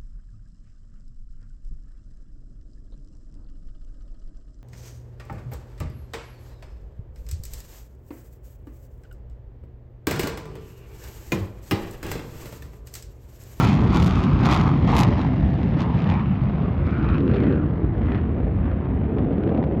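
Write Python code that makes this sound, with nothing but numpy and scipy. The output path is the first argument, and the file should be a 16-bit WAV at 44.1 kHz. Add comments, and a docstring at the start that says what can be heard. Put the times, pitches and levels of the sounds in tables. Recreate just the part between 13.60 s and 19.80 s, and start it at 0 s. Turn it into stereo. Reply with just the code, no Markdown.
"""On the open concrete apron of an airfield, a jet fighter is heard climbing away.
Big swirls of air (eddies) in its exhaust boom, rumble and roar. Its pressure waves steepen into
shocks, sudden jumps in pressure that rasp, tear and crackle in gusts. Brief hollow howls stand out.
The air swallows more treble as the jet draws away, and the echo off the concrete cancels some
pitches, cutting wandering notches into the sound."""
import sys
import numpy as np
from scipy import signal
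from scipy.fft import rfft, irfft
from scipy.io import wavfile
from scipy.ndimage import uniform_filter1d

SR = 44100
rng = np.random.default_rng(int(sys.argv[2]) if len(sys.argv) > 2 else 0)


def output_pcm(signal):
    """Save a mono or channel-first signal as 16-bit PCM at the path in sys.argv[1].

    Samples are clipped to [-1, 1] before scaling.
    """
    pcm = np.clip(np.atleast_2d(signal).T, -1, 1) * 32767
    wavfile.write(sys.argv[1], SR, np.round(pcm).astype(np.int16))


N = 273420
TIME = np.arange(N) / SR

# gusts that carry the shocks to the listener, and lulls that hold them back:
# (start [s], end [s], rasp [dB], tear [dB], crackle [dB])
GUSTS = [(-0.04, 0.06, 6.5, 3.5, 7), (0.06, 0.17, 1.5, 1.5, 4), (0.2, 0.3, 2, -4, 0.5),
         (0.33, 0.39, 11, 4, 8), (0.41, 0.5, 2, -3, 11), (0.53, 0.66, 2, 1, 5), (0.83, 0.99, 13, 8.5, 7.5),
         (1.0, 1.11, 10, 2.5, 5), (1.27, 1.46, 13, 8.5, 9), (1.36, 1.44, 2, -4, 7.5),
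         (1.48, 1.67, 5.5, 4, 4), (1.75, 2.14, -3.5, 0, 1.5), (2.18, 2.24, 4, 5.5, 12.5),
         (2.33, 2.62, 3.5, 3, 3), (3.24, 3.4, 1, 4, 1), (3.42, 3.59, 4.5, 6, -2),
         (3.68, 3.96, -1, 5.5, -4.5), (4.05, 4.36, 0.5, -2.5, 1.5), (4.45, 4.59, 1.5, 5.5, -2.5),
         (5.03, 5.12, 5, 4, -10.5), (5.15, 6.3, 0.5, 0.5, -2), (5.57, 5.62, 10, -3.5, 6),
         (5.88, 6.04, 6.5, 0.5, 3)]
GUST_EDGE_S = 0.024  # how gradually a gust comes and goes
# tone colour of a steep shock: (pitch [Hz], level [dB])
SHOCK_COLOUR = [(150, -8.5), (600, 3), (1100, -2), (2000, -0.5), (3500, 0.5), (5000, -4.5), (7000, -6),
                (9000, -8), (12000, -10), (14000, -18.5), (16000, -32.5)]
SHOCK_BAND_HZ = (3500, 12000)


def amp(db):
    """Turns decibels into a gain, the number a sound is multiplied by."""
    return 10 ** (np.asarray(db) / 20)


def over_pitch(points, hz):
    """Reads a (pitch, value) table at the pitches hz, as a column."""
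    pitch, value = np.transpose(points)
    return np.interp(np.log(hz + 1), np.log(pitch + 1), value)[:, None]


def local_rms(x, span_s):
    """The average strength (rms) of x around each moment."""
    width = max(int(span_s * SR), 2)
    return np.sqrt(abs(uniform_filter1d(uniform_filter1d(x ** 2, width), width)) + 1e-18)


def band(x, low_hz, high_hz):
    """The part of x between two pitches."""
    hz = np.fft.rfftfreq(N, 1 / SR)
    return irfft(rfft(x) * ((hz > low_hz) & (hz < high_hz)), N)


def held(s, start, end, edge_s):
    """A smooth curve over the times s that rises at start and falls at end."""
    return (np.tanh((s - start) / edge_s) - np.tanh((s - end) / edge_s)) / 2


def lift(surges, edge_s, s, column):
    """Decibels that a table of surges adds at the times s."""
    return sum(row[column] * held(s, row[0], row[1], edge_s) for row in surges)


def receding(near_db, fade_db, doubling_s=2.206):
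    """Gain that drops by fade_db each time the distance doubles; the jet leaves at a steady speed."""
    return amp(near_db - fade_db * np.log2(1 + TIME / doubling_s))


def air_loss_db(hz, s):
    """The air swallows treble: more from far away, less in a gust; the highest pitches die fastest."""
    khz = hz[:, None] / 1000
    clearing = 0.28 * lift(GUSTS, GUST_EDGE_S, s, column=4)
    db_per_khz = np.maximum(3 + 1.0229 * s - clearing, 0)
    return khz * (db_per_khz + .025 * khz * s)


def ground_echo(hz, s, amount, blur_hz=4400):
    """The echo off the concrete cuts notches; it follows closer as the jet sinks to the horizon."""
    # the bounce off the ground: (time [s], delay [s], relative strength [0-1])
    bounces = [(0, 0.00094, 0.4), (.75, 0.00079, 0.43), (1.4, 0.001, 0.5), (2.2, 0.0011, 0.3),
               (2.6, 0.00094, 0.1), (2.85, 0.00083, 0.1), (3.5, .00077, 0.4), (3.95, 0.00068, 0.4),
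               (4.5, 0.00044, 0), (6.2, 0.00024, 0.3)]
    times, delays, strengths = np.transpose(bounces)
    bounce = np.clip(amount * np.interp(s, times, strengths), 0, .95)
    bounce = bounce * np.exp(-hz[:, None] / blur_hz)  # churning air blurs the high notches
    return 1 + bounce * np.exp(-2j * np.pi * hz[:, None] * np.interp(s, times, delays))


def microphones(hz):
    """Gains of the left and right microphones, for direct sound and for sound scattered around them."""
    # how alike the two sides are: (pitch [Hz], likeness [0-1])
    likeness = [(60, .995), (140, .97), (330, .91), (520, .66), (800, .62), (1200, .8), (1800, .93),
                (3000, .95), (5000, .88), (7000, .65), (9000, .75), (15000, .6)]
    # how much louder the left is: (pitch [Hz], left minus right [dB])
    balance = [(60, .5), (340, .6), (420, 1.8), (700, 1.7), (900, 3.4), (1600, 2.8), (2400, .2), (15000, 0)]
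    # how far the left wave runs ahead: (pitch [Hz], lead [radians])
    lead = [(60, 0), (300, .1), (440, .26), (540, 0), (860, .5), (1400, .35), (1900, .08), (3000, .55),
            (5200, .5), (5800, -1.3), (6700, -.6), (7700, -2.4), (10200, -3.8), (12500, -5.7)]
    same = np.clip(over_pitch(likeness, hz), 0, 1)
    side = np.array([1, -1])[:, None, None]
    gain = amp(side * over_pitch(balance, hz) / 2) * np.exp(.5j * side * over_pitch(lead, hz))
    return gain * np.sqrt((1 + same) / 2), gain * side * np.sqrt((1 - same) / 2)


def split_pitches(pair, size):
    """Cuts sound into short slices of size samples: gives their pitches, times and contents."""
    return signal.stft(pair, SR, nperseg=size, noverlap=size * 3 // 4)


def to_stereo(slices, gain, hz, size):
    """Joins the slices of a (direct, scattered) pair into left and right sound."""
    direct, scattered = microphones(hz)
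    heard = gain * (direct * slices[0] + scattered * slices[1])
    return signal.istft(heard, SR, nperseg=size, noverlap=size * 3 // 4)[1][:, :N]


def arrive(pair, colour, band_hz, air=0, echo=0, patchy_db=0, patch_s=.22, size=512):
    """Carries a (direct, scattered) pair through air and ground echo to the microphones."""
    hz, s, slices = split_pitches(pair, size)
    gain = amp(over_pitch(colour, hz) - air * air_loss_db(hz, s)) * ground_echo(hz, s, echo)
    # churning air focuses the sound into drifting patches of time and pitch
    patch = np.outer(np.hanning(7), np.hanning(max(int(patch_s / s[1]), 3)))
    patches = signal.fftconvolve(rng.standard_normal(gain.shape), patch, "same")
    gain = gain * amp(patchy_db * patches / patches.std())
    # keep the gain inside band_hz steady, so that only the tone colour changes
    direct, _ = microphones(hz)
    inside = (hz > band_hz[0]) & (hz < band_hz[1])
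    band_power = (abs(gain * direct.mean(0))[inside] ** 2).sum(0) / len(hz)
    return to_stereo(slices, gain / np.sqrt(band_power + 1e-30), hz, size)


def eddies(pair, colour, band_hz, span_s, echo=0, patchy_db=0):
    """The deep noise of swirling air, held at an even strength inside band_hz."""
    noise = arrive(pair, colour, band_hz, echo=echo, patchy_db=patchy_db, size=4096)
    return noise / local_rms(band(noise.mean(0), *band_hz), span_s)


def swelling(column, edge_s=0.22):
    """Gain for the slow rise and fall of one deep sound."""
    # swells and lulls of the exhaust: (start [s], end [s], boom [dB], rumble [dB], roar [dB])
    swells = [(.2, .55, 5.5, -1, -0.5), (.65, 1.1, 0, 1.5, 0.5), (1.2, 1.5, 4.5, 4, 4),
              (2.35, 3.1, -3, 4, -6.5), (3.49, 4.1, -1, 5.5, 7), (4.2, 4.9, 1.5, 0, 1.5),
              (4.95, 5.25, 3, 2, 0), (5.55, 6.2, -4.5, 4.5, 9.5)]
    return amp(lift(swells, edge_s, TIME, column))


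def throbbing(column, half_length_s=0.034):
    """Gain for the short throbs and dips in the boom or the rumble."""
    # short throbs and dips: (time [s], boom [dB], rumble [dB])
    throbs = [(.14, -8, .5), (.56, 0.5, -2.5), (.74, 4, 0.5), (1.58, -5, 0), (1.7, -1, 0), (1.85, 5, 2.5),
              (2.05, -3.5, 4), (2.18, -3, 1), (2.35, -1, 2.5), (2.5, 5.5, 0), (3.22, 4.5, -1.5),
              (3.5, 5, 2), (4.15, 0, -0.5), (4.7, -3, -4), (5.03, 0.5, 2), (5.22, -6, -2.5), (5.8, -3, 0.5)]
    return amp(sum(row[column] * np.exp(-.5 * ((TIME - row[0]) / half_length_s) ** 2) for row in throbs))


def boom():
    """The largest eddies, far behind the jet, make a boom that does not fade with distance."""
    # tone colour of the largest eddies: (pitch [Hz], level [dB])
    colour = [(15, -46.5), (28, -23.5), (40, -13.5), (50, -2), (68, 2), (88, 0.5), (110, -4.5), (150, -24),
              (300, -58.5), (1000, -100)]
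    noise = eddies(rng.standard_normal((2, N)), colour, band_hz=(35, 100), span_s=0.14)
    return noise * receding(near_db=-25.5, fade_db=-0.33) * swelling(column=2) * throbbing(column=1)


def rumble():
    """Large eddies make the throbbing body of the exhaust sound."""
    # tone colour of the large eddies: (pitch [Hz], level [dB])
    colour = [(30, -56.5), (70, -17.5), (100, -3), (135, 2.5), (195, -1), (250, -11), (310, -16),
              (420, -28), (700, -47), (1500, -87), (8000, -125)]
    noise = eddies(rng.standard_normal((2, N)), colour, band_hz=(100, 240), span_s=0.12, patchy_db=2.0)
    return noise * receding(near_db=-17.0, fade_db=7.0) * swelling(column=3) * throbbing(column=2)


def shock_train(near_per_s, far_per_s, spread_db, smooth_share):
    """Pressure jumps of uneven size mixed with smooth noise; fewer survive from far away."""
    per_s = near_per_s * (far_per_s / near_per_s) ** (TIME / TIME[-1])
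    sizes = amp(spread_db * np.minimum(rng.exponential(1, N), 2.8))
    train = sizes * (rng.random(N) < per_s / SR)
    train = (train - train.mean()) / local_rms(train, 0.041)
    return np.sqrt(1 - smooth_share) * train + np.sqrt(smooth_share) * rng.standard_normal(N)


def pressure_waves(flutter_db=0.42):
    """The exhaust's steepened waves as a (direct, scattered) pair, wavering in the churning air."""
    fronts = shock_train(near_per_s=1200, far_per_s=900, spread_db=4.2, smooth_share=.36)
    pair = np.array([fronts, rng.standard_normal(N)])
    drift = band(rng.standard_normal(N), low_hz=6.1, high_hz=21.4)
    return pair * amp(flutter_db * drift / drift.std())


def roar(waves):
    """The slow swing of the pressure waves makes a roar that swells now and then."""
    # tone colour of the slow swing: (pitch [Hz], level [dB])
    colour = [(60, -26), (150, -9.5), (230, 5), (320, 1.5), (430, -3.5), (560, -8.5), (750, -20),
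              (1100, -48), (2000, -59), (4000, -96), (12000, -125)]
    noise = eddies(waves, colour, band_hz=(260, 560), span_s=0.22, echo=1.0, patchy_db=3.0)
    return noise * receding(near_db=-29.0, fade_db=2.5) * swelling(column=4)


def howl(waves, half_width_hz=100, size=1024):
    """Brief hollow, gliding howls where narrow bands of the exhaust noise stand out."""
    # hollow howls: (start [s], end [s], first pitch [Hz], last pitch [Hz], level [dB])
    howls = [(-.04, 0.064, 1360, 1330, -34.5), (0, .12, 2500, 2450, -46.5), (0.505, .78, 1160, 1130, -43.5),
             (1.346, 1.442, 2600, 2550, -43.5), (1.66, 2.006, 710, 643, -49), (2.192, 2.35, 1000, 920, -42),
             (2.43, 2.626, 1810, 1870, -54.5), (2.496, 2.637, 840, 1120, -40),
             (2.507, 2.593, 2360, 2350, -49), (2.848, 3.296, 500, 528, -45.5),
             (2.947, 3.08, 1040, 1060, -48), (3.327, 3.416, 1440, 1390, -43.5),
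             (3.443, 3.557, 1290, 1330, -41.5), (3.457, 3.582, 2480, 2530, -54),
             (3.583, 3.98, 342, 350, -31.5), (3.763, 4.029, 2410, 1300, -50),
             (4.478, 4.604, 1960, 1870, -54), (5.213, 5.336, 1024, 947, -49), (5.815, 6.1, 570, 620, -46)]
    hz, s, slices = split_pitches(waves, size)
    gain = 0
    for start, end, from_hz, to_hz, db in howls:
        centre_hz = np.interp(s, [start, end], [from_hz, to_hz])
        peak = np.exp(-.5 * ((hz[:, None] - centre_hz) / half_width_hz) ** 2)
        gain = gain + amp(db) * held(s, start, end, edge_s=0.02) * peak / np.sqrt((peak ** 2).mean(0))
    return to_stereo(slices, gain, hz, size)


def gusting(column):
    """Gain that the gusts give to one bright sound."""
    return amp(lift(GUSTS, GUST_EDGE_S, TIME, column))


def rasp(waves):
    """Rounded wave fronts merge into a rasp, made hollow by the ground echo."""
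    # tone colour of the rounded fronts: (pitch [Hz], level [dB])
    colour = [(150, -25.5), (480, -12), (710, 4.5), (950, 3), (1250, 0.5), (1550, -11), (2000, -20.5),
              (3000, -40), (6000, -69.5)]
    gusty = waves * receding(near_db=-35.0, fade_db=7.5) * gusting(column=2)
    return arrive(gusty, colour, band_hz=(720, 1550), air=.6, echo=1.1, patchy_db=1.7)


def tear(waves):
    """Steeper fronts make a sound like tearing cloth."""
    # tone colour of the steeper fronts: (pitch [Hz], level [dB])
    colour = [(400, -38.5), (900, -21.5), (1400, -4), (1800, -1), (2450, -1), (3200, -4), (4000, -8),
              (5000, -10.5), (8000, -20.5), (16000, -50.5)]
    gusty = waves * receding(near_db=-42.0, fade_db=7.0) * gusting(column=3)
    return arrive(gusty, colour, band_hz=(1600, 3400), air=.74, echo=1.05, patchy_db=1.5)


def with_scatter(train, scatter_s):
    """Pairs a train of shocks with the short smear of noise that each one scatters."""
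    return np.array([train, local_rms(train, scatter_s) * rng.standard_normal(N)])


def crackle():
    """Separate steep shocks snap in bursts; distance rounds them off."""
    train = shock_train(near_per_s=650, far_per_s=190, spread_db=5.7, smooth_share=.01)
    train = train * receding(near_db=-51.5, fade_db=16.0) * gusting(column=4)
    pair = with_scatter(train, scatter_s=0.00066)
    return arrive(pair, SHOCK_COLOUR, SHOCK_BAND_HZ, air=0.86, echo=0.24)


def hiss(db=-85.0):
    """The microphones make a faint, steady noise of their own."""
    # tone colour of the microphones' noise: (pitch [Hz], level [dB])
    colour = [(100, 2), (8000, -16), (11300, 5.5), (11950, 24), (12700, -11.5), (16000, -37.5)]
    gain = amp(over_pitch(colour, np.fft.rfftfreq(N, 1 / SR))[:, 0])
    noise = irfft(rfft(rng.standard_normal((2, N))) * gain, N)
    return amp(db) * noise / noise.std()


def strong_shocks():
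    """One click for each of the strongest shocks."""
    # the strongest single shocks: (time [s], relative level [dB])
    shocks = [(0.0139, -29), (0.0273, -29), (0.0346, -27), (0.0455, -27), (0.0499, -25), (0.0751, -26.5),
              (0.0886, -26), (0.0955, -30), (0.3437, -35), (0.348, -27), (0.3615, -26), (0.3718, -22),
              (0.4006, -27), (0.4232, -29), (0.4274, -27), (0.47, -30), (0.479, -32), (0.5101, -27),
              (0.525, -32), (0.5574, -31), (0.6388, -29), (0.7332, -36), (0.7919, -34), (0.8085, -34),
              (0.8359, -33), (0.8533, -24.5), (0.858, -22), (0.8656, -25.0), (0.889, -28), (0.8988, -26.0),
              (0.9125, -21.5), (0.9154, -27), (0.9185, -22), (0.9249, -25), (0.9273, -20.5), (0.935, -21.5),
              (0.944, -23.5), (0.9492, -23), (0.9634, -24), (0.9753, -26.5), (0.9902, -31), (0.999, -28),
              (1.013, -25.5), (1.0356, -34), (1.0795, -34), (1.2767, -31), (1.2945, -34), (1.3193, -31),
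              (1.3523, -27), (1.3669, -19), (1.3716, -23.5), (1.383, -21), (1.3867, -27), (1.3909, -17.5),
              (1.3951, -27), (1.4028, -19), (1.41, -20.5), (1.42, -28), (1.4344, -18), (1.4484, -32),
              (1.4697, -36), (1.479, -34), (1.4858, -34), (1.5076, -35), (1.616, -34), (2.0316, -39),
              (2.1904, -42), (2.2027, -36), (2.2065, -30), (2.2192, -30.5), (2.2283, -35), (2.381, -44),
              (2.3896, -41), (2.4041, -42), (2.4205, -37), (2.4427, -36), (2.4755, -40.0), (2.4912, -36),
              (2.5005, -31), (2.5132, -37), (2.5216, -42), (2.5254, -44), (2.5405, -37), (2.8377, -45),
              (2.8972, -46), (3.2682, -41.5), (3.2934, -46), (3.3089, -44), (3.3813, -45), (3.429, -43),
              (3.444, -41), (3.4894, -38), (3.502, -40), (3.5462, -42), (3.5824, -37.5), (3.6062, -40),
              (3.6789, -40.5), (3.715, -43), (3.7377, -42), (3.743, -39), (3.748, -40), (3.7612, -40),
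              (3.7672, -39), (3.7704, -43), (3.7835, -45), (3.8038, -39), (3.8336, -44), (3.8379, -42),
              (3.8682, -43.5), (3.9258, -42), (3.9571, -47), (4.3807, -48), (4.419, -48), (4.4339, -47),
              (4.46, -47), (4.4695, -46), (4.5207, -40.5), (4.548, -42), (4.5543, -46), (4.5787, -47),
              (4.614, -50), (4.8455, -52), (5.0437, -52), (5.0559, -51), (5.1152, -50), (5.2483, -53),
              (5.2556, -54), (5.4429, -54), (5.5852, -42.5), (5.5924, -51), (5.646, -52), (5.7318, -50),
              (5.7824, -49), (5.8367, -43.5), (5.8764, -47), (5.8934, -45.5), (5.948, -45), (5.976, -43.5),
              (5.9802, -49), (6.0282, -44), (6.0402, -43)]
    s, db = np.transpose(shocks)
    samples = np.clip(np.round(s * SR).astype(int), 0, N - 1)
    return np.bincount(samples, amp(db), N)


def with_wake(train, wake_db, wake_s):
    """Follows each shock with a quickly dying tail of wrinkled wave fronts."""
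    decay = np.exp(-1 / (wake_s * SR))
    power = signal.lfilter([1 - decay], [1, -decay], train ** 2 + 1e-18)
    return train + amp(wake_db) * np.sqrt(power) * rng.standard_normal(N)


def cracks(gain_db=8.2):
    """The strongest shocks keep steepening on their way and stay brightest; each has its own colour."""
    train = with_wake(amp(gain_db) * strong_shocks(), wake_db=-6, wake_s=.003)
    pair = with_scatter(train, scatter_s=0.0008)
    return arrive(pair, SHOCK_COLOUR, SHOCK_BAND_HZ, air=0.72, echo=0.5, patchy_db=1.8, patch_s=.018)


def thumps(gain_db=18.0, band_hz=(130, 300), top_hz=1200):
    """Behind each strong shock comes the low, rounded push of its wave, the same near and far."""
    equal_clicks = np.sign(strong_shocks())
    push = signal.sosfilt(signal.butter(2, band_hz, "bandpass", fs=SR, output="sos"), equal_clicks)
    return amp(gain_db) * signal.sosfilt(signal.butter(2, top_hz, fs=SR, output="sos"), push)


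def scene():
    """The exhaust, from its largest eddies to its sharpest shocks."""
    waves = pressure_waves()  # one stream drives the roar, howl, rasp and tear together
    return (boom() + rumble() + roar(waves) + howl(waves) + rasp(waves) + tear(waves)
            + crackle() + cracks() + thumps())


def record(dry):
    """The microphones lose the deepest bass, add their hiss and cut off the highest treble."""
    bass_cut_hz, treble_cut_hz = 33., 15750
    hz = np.fft.rfftfreq(N, 1 / SR)
    bass_cut = hz ** 4 / np.sqrt(hz ** 8 + bass_cut_hz ** 8)
    heard = irfft(rfft(dry) * bass_cut, N) + hiss()
    treble_cut = signal.firwin(511, treble_cut_hz, window=("kaiser", 9), fs=SR)
    return signal.oaconvolve(heard, treble_cut[None], "same")


dry = scene()
out = record(dry)
output_pcm(out)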